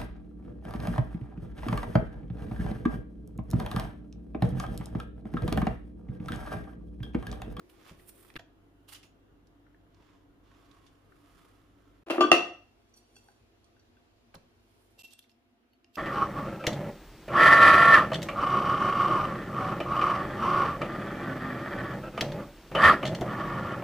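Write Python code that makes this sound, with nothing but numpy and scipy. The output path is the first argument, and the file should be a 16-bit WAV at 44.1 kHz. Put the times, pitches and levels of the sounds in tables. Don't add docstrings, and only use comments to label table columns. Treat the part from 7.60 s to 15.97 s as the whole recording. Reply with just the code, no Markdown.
import sys
import numpy as np
from scipy import signal
from scipy.fft import rfft, irfft
from scipy.io import wavfile
from scipy.ndimage import uniform_filter1d

SR = 44100
rng = np.random.default_rng(int(sys.argv[2]) if len(sys.argv) > 2 else 0)


def boost_factor(decibels):
    exponent = np.asarray(decibels, float) / 20
    return 10 ** exponent


def persist_wave(psi):
    counts = np.round(np.clip(psi, -1, 1) * 32767).astype(np.int16)
    wavfile.write(sys.argv[1], SR, np.atleast_2d(counts).T)


N = 369116

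# start in seconds, level in dB, colour as pairs of Hz and dB per Hz.
TAKES = [
    (0, -60.5, [(24, -33), (40, -3), (189, -12.5), (337, -2.5), (630, -18.5), (1480, -25), (8130, -40), (12500, -39.5), (16000, -47)]),
    (.78, -63.5, [(24, -25), (40, -1), (71, -11.5), (101, -5), (226, -12.5), (283, -6), (444, -12.5), (680, -20.5), (1480, -23.5), (2570, -35), (2770, -29.5), (4800, -42.5), (16000, -47)]),
    (4.464, -66, [(24, -31.5), (40, -4), (101, -1), (209, -18), (237, 0), (269, -10.5), (337, -3.5), (556, -12), (1090, -16.5), (1950, -21.5), (2840, -21.5), (16000, -41.5)]),
    (7.43, -71, [(25, -33), (53, -31), (92, -9.5), (190, -36), (242, -6), (270, -17.5), (326, -16), (630, -24.5), (2000, -31), (2690, -31.5), (5430, -43), (7310, -46.5), (16000, -50)]),
]
# start in seconds, end in seconds, gain in dB.
GAPS = [
    (0.777, 0.785, -14),
    (4.435, 4.462, -38),
    (7.423, 7.434, -40),
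]
# pitch in Hz, level in dB.
HUM = [(49.5, -70), (99, -71.5)]
HUM_LEVELS = [-0.5, 1.5, -4, -13.5]
# start in seconds, end in seconds, centre in Hz, width in Hz, level in dB.
DRONES = [(0, 8.37, 689, 14, -81), (.78, 4.44, 289, 15.5, -68), (4.46, 8.37, 240, 14, -75.5),
          (4.46, 8.37, 337.8, 22, -79.5)]
# frequency in Hz, correlation from -1 to 1.
LIKENESS = [(60, 0.84), (180, 0.63), (550, 0.16), (1650, -0.17), (4970, -0.22), (15000, -0.45)]
# frequency in Hz, t60 in seconds.
ROOM_DECAY = [(100, 0.5), (300, 0.41), (1000, .4), (3000, 0.39), (7000, 0.34), (14000, 0.15)]
# frequency in Hz, gain in dB.
MIC = [(20, -3.5), (6100, 0.5), (6500, -3), (6900, 1.5), (7800, -2.5), (8300, -6), (8900, 0), (15300, 3),
       (15900, -36.5)]

# frequency in Hz, level in dB per Hz.
DOUGH_DRAG = [(290, -32), (500, -11.5), (935, -10.5), (1110, -4.5), (1400, -9), (1940, -11), (2510, -13),
              (3510, -12.5), (3900, -17.5), (8000, -23), (10400, -55.5)]
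# frequency in Hz, level in dB per Hz.
SKIN_HISS = [(2060, -36), (3500, -10), (4810, -3), (6200, -9.5), (8910, 1), (9930, -1.5), (14800, -9.5),
             (16000, -10)]
# frequency in Hz, level in dB per Hz.
PAPER_HISS = [(1500, -26), (2600, -14), (4200, -20), (6500, -21), (8000, -3.5), (8910, -0.5), (11000, -6),
              (14800, -8), (16000, -9)]
# peak, rise and fall in seconds, dough drag in dB, hiss in dB.
PAPER_STROKES = [
    (.098, 0.00694, 0.038, -62.5, -61),
    (0.3, 0.21, 0.071, -55, -65.5),
    (0.39, 0.020484, 0.09, -64, -69),
    (0.494, 0.035, 0.0177, -61, -47),
    (.135, .03, 0.041, -77, -73.5),
    (0.27, .05, 0.055, -66.5, -75),
    (0.42, .09, 0.055, -74, -65),
    (.62, .2, 0.16, -65, -59),
    (.763, .012, 0.027, -67.5, -55),
    (0.7, 0.13, 0.024, -63, -80),
]
# peak, rise and fall in seconds, drag in dB, hiss in dB.
HANDLE_STROKES = [
    (.796, .012, 0.022, -53.5, -71),
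    (1.249, .3, .05, -87, -86),
    (1.288, .012, 0.09, -58, -55),
    (1.327, .015, 0.055, -54, -46.5),
    (1.433, 0.014, 0.06, -67.5, -66),
]
# peak, rise and fall in seconds, dough drag in dB, hiss in dB.
SAW_STROKES = [
    (2.47, .2, 0.21, -67, -84),
    (2.89, .07, .2, -67, -86),
    (3.08, .3, 0.48, -66.5, -77),
    (3.78, .45, .4, -66, -72.5),
    (4.3, 0.421, 0.35, -72, -82.5),
]
# peak, rise and fall in seconds, drag in dB, hiss in dB.
PALM_STROKES = [
    (7.22, .35, 0.53, -96, -78),
]
# pan in dB, smoothness, roundness of the swell,
# resonance width in Hz, resonance share.
FEEL = [(-7.5, 1.14, 1.22, 350, 0.086), (-7.5, 3.15, 1.05, 650, 0.96), (-5, 1.7, 1.9, 100, 0.72),
        (-20.5, 2.5, 1, 800, .2)]
# pitch in Hz at the first stroke, climb in Hz per second.
BOARD_NOTE = [(1392.8, 3000), (3220, -900), (1010, 165.5), (3000, 0)]

# time in seconds, peak in dB, centre in Hz, pan in
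# dB.
SNAPS = [(0.097, -53.5, 2850, -2), (0.2123, -54.5, 1220, 3), (0.2635, -51, 1243, 4), (0.2908, -56, 2620, 5),
         (0.3962, -53.5, 1930, 0.5), (0.491, -47, 8880, -8.5), (0.648, -55, 1198, 1.5),
         (0.7011, -47.5, 1800, -2), (0.7559, -38.5, 1940, -1), (0.7621, -33.5, 1670, 0),
         (0.793, -47, 1820, 1), (1.8702, -60.5, 4900, -2.5), (2.3449, -59.5, 4600, -4),
         (2.4899, -61, 1520, -7), (2.9142, -58, 1510, -2.5), (3.1129, -54.5, 3470, -10),
         (6.7413, -46.5, 1570, -2.0), (6.7526, -46.5, 4250, -2), (6.746, -54.5, 10490, -10)]
# time in seconds, peak in dB, centre in Hz, pan in dB.
CRACKLES = [(.1805, -64.5, 2790, -1.5), (.229, -55, 5000, -3), (.2345, -55, 1600, -2),
            (.272, -56, 2200, -2), (.292, -58, 6000, -3), (.302, -59, 2500, -2), (.331, -58, 4000, -3),
            (.389, -57.5, 3500, -4), (.4734, -58, 2700, -3.5), (.4734, -59, 11700, -8),
            (.4945, -50.5, 2650, -4), (.632, -60, 1800, -2), (0.74, -53, 2750, -2.5)]
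# time in seconds, peak in dB, centre in Hz.
SCUFFS = [
    (1.281, -59, 3350),
    (1.322, -48, 1859),
    (1.3464, -42, 3030),
    (1.4295, -53.5, 2780),
    (3.264, -54.5, 3370),
]
# time in seconds, peak in dB, pitch in Hz, pan in dB.
BLADE_TAPS = [
    (2.064, -60, 1440, 8),
    (2.144, -59, 1750, 0.5),
    (2.2641, -69.5, 1504, 7.5),
    (3.52, -55, 1440, 1),
]
# time in seconds, peak in dB, pitch in Hz.
THUMPS = [(0.312, -42.5, 160.3), (0.756, -40.5, 320), (0.764, -40, 78.5), (0.794, -45, 676),
          (1.444, -53.5, 344), (4.717, -34.5, 171.3), (4.722, -54, 72), (6.744, -43.5, 535.4),
          (6.759, -46.5, 162.7), (7.377, -61, 310), (7.44, -57, 303)]
# peak in seconds, level in dB, pitch in Hz, rise in seconds, fall in seconds.
SINGING_STEEL = [
    (.83, -61, 7310, 0.041, .045),
    (1.45, -76.5, 6770, 0.0204, 0.09),
    (8.136, -75.5, 4430, 0.0224, 0.0297),
]

# time in seconds, peak in dB, hardness in Hz, then ring, boom, clack and crack in dB.
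KNOCKS = [(4.4659, -39, 5000, -21, -5, -22, -6), (4.4857, -38, 9000, -27, -18, -20, -6),
          (4.5, -22, 6000, -26, -24, -14, -5), (4.5064, -16.5, 14000, -26, -20.5, -14, -4),
          (4.5126, -19, 3000, -26, -21.5, -12, -6), (4.5815, -13.5, 1099, -16.5, -2, -10, -4),
          (4.6075, -12.5, 9000, -3.5, -1, -15, -14), (4.612, -21, 5000, -12, -5, -12, -10),
          (4.627, -25, 700, -20.5, 8, -30, -8), (4.7166, -4.5, 10000, -19, -11, -5, -3),
          (4.728, -13, 12120, -18, -8, -7, -4), (4.741, -19.5, 9050, -17, -8, -8, -4)]
# mode in Hz, level in dB, t60 in seconds.
PLATE_DOWN = [(635, -11, 0.086), (700, -9.5, .12), (768, -8, 0.14), (1181, 3, .15), (1400, -17, .12),
              (1517, -10, .2), (2400, -25.5, .2), (2732.5, -17, .2), (3045, -16, .18), (3370, -22, 0.37),
              (4470, -24, 0.22), (5442, -25, .1), (5950, -31, .2), (7360, -37, .2)]
# mode in Hz, level in dB, t60 in seconds.
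PLATE_UP = [(615, -10, .14), (714.1, -3, .16), (790, -5, .16), (1117, -10, .18), (1279.7, -10, .14),
            (2770, -15, .4), (2731, -14, .48), (3360, -15, .35), (1865, -14, .22), (4530, -19, .38),
            (5850, -20, .38), (2034, -18, .15), (7330, -27, 0.31), (8680, -27, .3)]
# mode in Hz, level in dB, t60 in seconds.
GLAZE = [(6897, -36, .15), (7500, -36, .15), (8600, -35, .2), (8910, -35, .15), (9360, -37, .15),
         (10800, -39, .15), (11395, -39, .15), (12100, -40, .12), (13000, -41, .12), (14300, -42, .08)]
# mode in Hz, level in dB, t60 in seconds.
WORKTOP = [(240, -18.5, .12), (300, -8.5, 0.24), (339.1, -8, 0.16), (352, -5.5, .2), (376, -13, .3),
           (440, -16, .15), (570.6, -15.5, 0.092)]
# mode in Hz, level in dB, t60 in seconds.
CLACK = [(705, -0.5, 0.028), (1267, -5.5, .04), (1857, -7, 0.029), (2046.6, -12, .04), (2730, -5.5, .05),
         (3450, -16, 0.031), (4376, -16.5, .05), (5367, -24, .026), (6100, -23, .02)]
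# frequency in Hz, level in dB per Hz.
CRACK = [(100, -19.5), (300, -8.5), (750, 1), (1500, -1.5), (3000, -15), (6000, -23.5), (12000, -32.5),
         (15500, -36.5)]
# frequency in Hz, level in dB per Hz.
SHIMMER = [(500, -2), (1200, 0), (2200, -5), (3300, -5), (6000, -14), (8000, -24), (9000, -19),
           (15000, -28)]
# peak, rise and fall in seconds, level in dB.
SCRAPES = [
    (4.47, .004, 0.099, -49.5),
    (4.503, 0.00588, 0.028, -27),
    (4.513, .014, 0.0123, -24),
    (4.545, .06, 0.081, -33),
    (4.604, 0.0893, .004, -41),
]
# frequency in Hz, level in dB per Hz.
STONE_GRIT = [(88, -65), (150, -31.5), (328, 5.5), (484, -11.5), (649, -0.5), (923, -10), (2760, -20.5),
              (5910, -42.5), (10000, -36), (15100, -51.5), (16000, -72)]
# peak, rise and fall in seconds, level in dB.
FINGERS = [
    (5.38, 0.036, 0.033, -64.5),
    (5.566, 0.022, 0.06, -70),
    (5.66, .5, 0.21, -74.5),
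]
# time in seconds, peak in dB, nearest mode in Hz, loss in dB per octave from it.
NAILS = [
    (5.3397, -55, 5900, 26),
    (5.3617, -59, 8800, 8),
    (5.3727, -55.5, 4500, 10),
    (5.556, -55, 3000, 4),
    (5.5647, -47, 3500, 3),
    (5.685, -49, 1100, 3),
    (6.0426, -57, 4470, 9),
    (6.165, -60, 1500, 8),
    (6.195, -59, 2700, 1),
    (6.368, -60, 1300, 10),
]
# mode in Hz, width in Hz, level in dB.
HELD_PLATE = [(808, 87, -7), (1533, 73, -5.5), (2700, 41, -2), (3350, 30.6, -5), (4430, 54, -12),
              (4515, 39, 0), (5815, 56, -1.5), (6855, 80, -10.5), (7260, 60, -5.5), (8560, 100, -5),
              (8810, 63, -4), (9400, 44.6, -7.5), (10720, 90, -8.5), (12600, 150, -13.5)]
# frequency in Hz, left minus right in dB.
PLATE_LEAN = [(60, 1.5), (150, -2.5), (380, 1), (950, 5), (2380, 0), (5980, -4.5), (15000, -7)]
# frequency in Hz, lead in radians.
PLATE_LEAD = [(100, .1), (300, .25), (700, .7), (1400, 1.3), (3000, 1.7), (8000, 1.7)]
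# time in seconds, peak in dB, centre in Hz, pan in dB.
SETTLE = [
    (6.7435, -49, 780, 3),
    (6.747, -53, 1500, -1),
    (6.7505, -57, 4800, -3),
    (6.755, -55, 3400, -2),
    (6.762, -57, 900, 0),
]

# peak, rise and fall in seconds, level in dB, freedom of the wheel to ring.
SLIDES = [
    (7.394, 0.01297, 0.086, -53.5, 1.1),
    (7.45, 0.0306, 0.021, -53.5, 1.3),
    (7.478, 0.03, 0.029, -64, 0.9),
    (7.508, .006, 0.041, -63, 0.29),
    (7.531, 0.038, 0.016, -59.5, 0.3),
    (7.592, .012, .012, -58, 0.33),
    (7.635, .02, 0.0294, -71, .3),
    (7.7, .015, 0.042, -73, 0.39),
    (8.358, 0.023, 0.017, -58, 0.464),
]
# time in seconds, peak in dB, pitch in Hz, pan in dB.
CLINKS = [(7.5345, -50, 3330, -3), (7.534, -44.5, 8200, -10), (7.5904, -49.5, 3360, -3.5),
          (7.5907, -48, 11000, -6.5), (7.5915, -52, 13000, -4), (7.6253, -59.5, 4430, -7.5),
          (7.641, -61.5, 2300, -5), (7.6944, -60, 4510, -8), (7.6944, -61, 2900, -6.5),
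          (7.7154, -63, 5200, -8), (8.1333, -65.5, 2920, -5), (8.1333, -68, 12300, -5),
          (8.2443, -55, 2710, -4), (8.2442, -58, 4940, -4), (8.3558, -43, 4930, -1),
          (8.3554, -42, 2700, -3.5), (8.3554, -46, 12200, -5), (8.3558, -46, 5600, -2)]
# mode in Hz, width in Hz, level in dB.
WHEEL = [(2725, 14.8, 8), (3800, 64, -25), (5800, 90, -20), (7620, 118, -11.5), (11490, 81, -14),
         (12680, 180, -28)]
# frequency in Hz, level in dB per Hz.
STEEL_GRIT = [(1000, -4), (2200, -14.5), (3000, 4.5), (5000, 0.5), (8000, -6), (12000, -8.5), (15500, -15)]

FIRST_CUT_S = .779
SNAP_T60 = 0.029
LIFT_S = 4.7


def evened(x):
    return x / np.sqrt(np.mean(x ** 2) + 1e-20)


def read(points, hz):
    f, value = np.transpose(points)
    return np.interp(np.log(hz + 1), np.log(f + 1), value)


def add(mix, s, sound, pan_db=0):
    end = round(FIRST_CUT_S * SR) if s < FIRST_CUT_S - .008 else N
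    part = mix[:, round(s * SR):end][:, :sound.shape[-1]]
    sides = boost_factor(np.array([[.5], [-.5]]) * pan_db)
    part += (sound * sides)[:, :part.shape[1]]


def colour(x, points):
    gain_db = np.maximum(read(points, abs(np.fft.fftfreq(4096, 1 / SR))), -100)
    log_gain = np.log(10) / 20 * gain_db
    taps = np.fft.ifft(np.exp(np.conj(signal.hilbert(log_gain)))).real[:2048]
    return signal.oaconvolve(x, taps / np.linalg.norm(taps))[:len(x)]


def ring(x, modes):
    out = 0
    for hz, width, db in modes:
        r = np.exp(-np.pi * width / SR)
        poles = [1, -2 * r * np.cos(2 * np.pi * hz / SR), r * r]
        out = out + boost_factor(db) * (1 - r) * signal.lfilter([1, 0, -1], poles, x)
    return out


def modal(modes, t, longest=.5, flutter_db=4.5):
    wavers = uniform_filter1d(rng.standard_normal((len(modes), len(t))), 600)
    skews = rng.uniform(-1, 1, len(modes))[:, None, None] * np.array([[.5], [-.5]])
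    out = 0
    for (hz, db, t60), waver, skew in zip(modes, wavers, skews):
        fade = boost_factor(db - 60 * t / min(t60, longest) + flutter_db * evened(waver))
        phase = skew * np.pi * hz / (hz + 1500)
        out = out + fade * np.sin(2 * np.pi * hz * t + phase)
    return out


def grains(size, per_s, spread_db, smooth):
    heights = boost_factor(spread_db * np.minimum(rng.exponential(1, size), 3.5))
    clicks = heights * (rng.random(size) < per_s / SR) * rng.standard_normal(size)
    return evened(evened(clicks) + smooth * rng.standard_normal(size))


def stroke(peak, rise, fall, roundness=1):
    span = 1.45
    t = np.arange(-min(span * rise, peak), span * fall, 1 / SR)
    return peak + t[0], boost_factor(-20 * abs(t / np.where(t < 0, rise, fall)) ** roundness)


def snap(db, hz, t60, sharp, noisy, reach, spike):
    n = np.arange(3000)
    t = n / SR
    middle, side = rng.standard_normal((2, 3000)) * boost_factor(-60 * t / t60) * np.minimum(t / 0.0011, 1)
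    puff = middle + 0.82 * np.array([side, -side]) + spike * (n == 30)
    band = [hz / max(reach, 1.1), min(0.81 * reach * hz + 500, 16000)]
    wide = signal.lfilter(*signal.butter(3, band, "band", fs=SR), puff)
    sound = evened(ring(wide, [(hz, hz / sharp, 0)])) + noisy * evened(wide)
    return boost_factor(db) * sound / abs(sound.mean(0)).max()


def room_tone():
    frames, hz = N // 512 + 5, np.fft.rfftfreq(2048, 1 / SR)
    a, b, c, d, patches = rng.standard_normal((frames, 1025, 5)).T
    patches = evened(uniform_filter1d(uniform_filter1d(patches, 14, 0), 6, 1))
    same = np.clip(read(LIKENESS, hz), -1, 1)[:, None]
    left = a + 1j * b
    right = same * left + np.sqrt(1 - same ** 2) * (c + 1j * d)
    z = np.array([left, right]) * boost_factor(1.2 * patches)
    out = np.zeros((2, N))
    for (start, db, shape), (end, *_) in zip(TAKES, TAKES[1:] + [(N / SR,)]):
        first, last = round(start * SR), round(end * SR)
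        part = z[:, :, first // 512:last // 512 + 5] * boost_factor(read(shape, hz))[:, None]
        noise = signal.istft(part, nperseg=2048, noverlap=1536)[1][:, :last - first]
        out[:, first:last] = boost_factor(db) * evened(noise)
    return out


def fridge_hum():
    t = np.arange(N) / SR
    take = np.searchsorted([row[0] for row in TAKES], t, "right") - 1
    waver_db = 1.5 * evened(uniform_filter1d(rng.standard_normal(N), 6000))
    tones = sum(boost_factor(db) * np.sqrt(2) * np.sin(2 * np.pi * hz * t) for hz, db in HUM)
    return boost_factor(np.take(HUM_LEVELS, take) + waver_db) * tones


def drones():
    t = np.arange(N) / SR
    out = np.zeros(N)
    for start, end, hz, width, db in DRONES:
        panel = evened(ring(rng.standard_normal(N), [(hz, width, 0)]))
        out += boost_factor(db) * panel * ((t > start) & (t < end))
    return out


def rubs(mix):
    kinds = [PAPER_STROKES, HANDLE_STROKES, SAW_STROKES, PALM_STROKES]
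    hisses = [PAPER_HISS, SKIN_HISS, SKIN_HISS, SKIN_HISS]
    for rows, feel, (first_hz, climb), hiss in zip(kinds, FEEL, BOARD_NOTE, hisses):
        pan_db, smooth, roundness, width, share = feel
        for peak, rise, fall, drag_db, hiss_db in rows:
            start, gain = stroke(peak, rise, fall, roundness)
            size = len(gain)
            note = [(first_hz + climb * (peak - rows[0][0]), width, 0)]
            pressure = boost_factor(1.8 * evened(uniform_filter1d(rng.standard_normal(size), 500)))
            layers = []
            for _ in range(3):
                slips = grains(size, 700, 3.5, smooth)
                drag = colour(slips, DOUGH_DRAG) + share * evened(ring(slips, note))
                bright = colour(grains(size, 2500, 2.6, 1.5 * smooth), hiss)
                layers.append(boost_factor(drag_db) * drag + boost_factor(hiss_db) * bright)
            both, left, right = layers
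            add(mix, start, gain * pressure * (0.37 * both + 0.35 * np.array([left, right])), pan_db)


def ticks(mix):
    for s, db, hz, pan_db in SNAPS:
        add(mix, s, snap(db, hz, SNAP_T60, sharp=5.3, noisy=1.0, reach=2.24, spike=3.9), pan_db)
    for s, db, hz, pan_db in CRACKLES:
        add(mix, s, snap(db, hz, 0.014, sharp=3.0, noisy=1.2, reach=2.8, spike=4.7), pan_db)
    for s, db, hz in SCUFFS:
        add(mix, s, snap(db, hz, 0.11, sharp=11.3, noisy=1.6, reach=2.7, spike=1.5), -2)
    for s, db, hz, pan_db in BLADE_TAPS:
        add(mix, s, snap(db, hz, SNAP_T60, sharp=11.2, noisy=0.32, reach=1.43, spike=3.5), pan_db)


def thumps(mix):
    t = np.arange(9000) / SR
    for s, db, hz in THUMPS:
        lumps = signal.lfilter(*signal.butter(3, 2.17 * hz, fs=SR), rng.standard_normal(9000))
        fade = boost_factor(db - 60 * t / 0.059 * (hz / 300) ** 0.2)
        add(mix, s, fade * (np.sin(2 * np.pi * hz * t) + 0.79 * evened(lumps)) * np.minimum(t / 0.0019, 1))


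def singing(mix):
    for peak, db, hz, rise, fall in SINGING_STEEL:
        start, swell = stroke(peak, rise, fall, 1.6)
        t = np.arange(len(swell)) / SR
        add(mix, start, boost_factor(db) * swell * np.sin(2 * np.pi * hz * t), -2.5)


def plate_knocks(mix):
    t = np.arange(SR // 2) / SR
    down, up = modal(PLATE_DOWN, t), modal(PLATE_UP, t)
    boom = modal(WORKTOP, t, flutter_db=2.5) * (1 - np.exp(-t / .0044))
    clack, glaze = modal(CLACK, t, .05), modal(GLAZE, t)
    for s, db, hard_hz, ring_db, boom_db, clack_db, crack_db in KNOCKS:
        free, sparkle = (0.9, 3.0) if s > LIFT_S else (0.061, 1)
        choke = boost_factor(-60 * np.maximum(t - max(LIFT_S - s, 0), 0) / 0.061)
        tone = (1 - free) * down * choke + free * up + sparkle * glaze
        tone = tone * (1 - np.exp(-t / .002))
        crack = colour(rng.standard_normal(len(t)) * boost_factor(-60 * t / 0.011), CRACK)
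        sound = boost_factor(ring_db) * tone + boost_factor(boom_db) * boom + boost_factor(clack_db) * clack
        sound += boost_factor(crack_db) * crack / abs(crack).max()
        shimmer = np.array([colour(x, SHIMMER) for x in rng.standard_normal((2, len(t)))])
        sound += boost_factor(-26.5 + 5 + .5 * crack_db - 60 * t / .22) * shimmer
        add(mix, s, boost_factor(db) * signal.lfilter(*signal.butter(2, min(hard_hz, 16000), fs=SR), sound))


def plate_scrapes(mix):
    opening = TAKES[2][0]
    for peak, rise, fall, db in SCRAPES:
        start, drag = stroke(peak, rise, fall)
        sound = boost_factor(db) * drag * colour(grains(len(drag), 1500, 3.4, 0.97), STONE_GRIT)
        skip = max(round((opening - start) * SR), 0)
        add(mix, max(start, opening), sound[skip:])


def plate_fingers(mix):
    for peak, rise, fall, db in FINGERS:
        start, touch = stroke(peak, rise, fall, 1.35)
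        rub = ring(grains(len(touch), 600, 2.6, 0.72), HELD_PLATE[3:])
        add(mix, start, boost_factor(db) * touch * evened(rub))


def plate_nails(mix):
    t = np.arange(6000) / SR
    for s, db, near_hz, loss_db in NAILS:
        tick = rng.standard_normal(6000) * boost_factor(-60 * t / 0.016)
        tick = signal.lfilter(*signal.butter(2, min(2.2 * near_hz, 15000), fs=SR), tick)
        modes = [(hz, 1.16 * width, mode_db - loss_db * abs(np.log2(hz / near_hz)))
                 for hz, width, mode_db in HELD_PLATE]
        tap = ring(tick, modes)
        tap = tap / abs(tap).max() + .15 * ring(tick, [(near_hz, near_hz, 0)]) / 2
        add(mix, s, boost_factor(db) * tap / abs(tap).max())


def placed(x):
    hz = np.fft.rfftfreq(N, 1 / SR)
    step = np.sqrt(boost_factor(read(PLATE_LEAN, hz))) * np.exp(.5j * read(PLATE_LEAD, hz))
    return irfft(rfft(x) * np.array([step, 1 / step]), N)


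def settling(mix):
    for s, db, hz, pan_db in SETTLE:
        add(mix, s, snap(db, hz, SNAP_T60, sharp=9.9, noisy=.4, reach=1.44, spike=1.5), pan_db)


def cutter(mix):
    for peak, rise, fall, db, free in SLIDES:
        start, drag = stroke(peak, rise, fall, 1.3)
        both, left, right = (grains(len(drag), 2500, 3.2, 1.0) for _ in range(3))
        grit = np.array([colour(both + 2.6 * side, STEEL_GRIT) for side in (left, right)])
        shaken = free * evened(ring(both, WHEEL)) + 0.34 * grit
        add(mix, start, boost_factor(db) * drag * evened(shaken), -4.5)
    for s, db, hz, pan_db in CLINKS:
        tick = snap(db, hz, 0.0143, sharp=16.0, noisy=0.37, reach=2.125, spike=3.9)
        loose = .2 if s < 8 else .03
        add(mix, s, tick + loose * ring(tick, WHEEL), pan_db)


def kitchen(x):
    taps = np.zeros((2, SR // 2))
    at = np.arange(260, SR // 2 - 20, 20) + rng.integers(0, 20, (2, (SR // 2 - 261) // 20))
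    np.put_along_axis(taps, at, rng.choice([-1., 1.], at.shape), 1)
    hz, t, z = signal.stft(taps, SR, nperseg=256)
    same = 1 / (1 + (hz[:, None] / 900) ** 2)
    z[1] = same * z[0] + np.sqrt(1 - same ** 2) * z[1]
    tail = signal.istft(z * boost_factor(-60 * t / read(ROOM_DECAY, hz)[:, None]), SR, nperseg=256)[1]
    tail = tail / np.linalg.norm(tail[0])
    parts = np.split(x.mean(0), [round(FIRST_CUT_S * SR)])
    return np.hstack([signal.fftconvolve(part[None], tail, axes=1)[:, :len(part)] for part in parts])


def scene():
    near, china, unechoed = np.zeros((3, 2, N))
    rubs(near)
    ticks(near)
    thumps(near)
    singing(unechoed)
    plate_knocks(china)
    plate_scrapes(china)
    plate_fingers(china)
    plate_nails(china)
    settling(unechoed)
    cutter(near)
    china = signal.sosfilt(signal.butter(3, 215, "high", fs=SR, output="sos"), china)
    echoes = kitchen(boost_factor(-8.5) * near + boost_factor(-7.0) * china)
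    return near + unechoed + placed(china) + echoes + room_tone() + fridge_hum() + drones()


def roll_off(x):
    return signal.sosfilt(signal.butter(12, 16470, fs=SR, output="sos"), x)


def record(dry):
    t = np.arange(N) / SR
    dip_db = sum(db * ((t > start) & (t < end)) for start, end, db in GAPS)
    heard = np.array([colour(side, MIC) for side in dry])
    return roll_off(heard * uniform_filter1d(boost_factor(dip_db), 40))


dry = scene()
out = record(dry)
persist_wave(out)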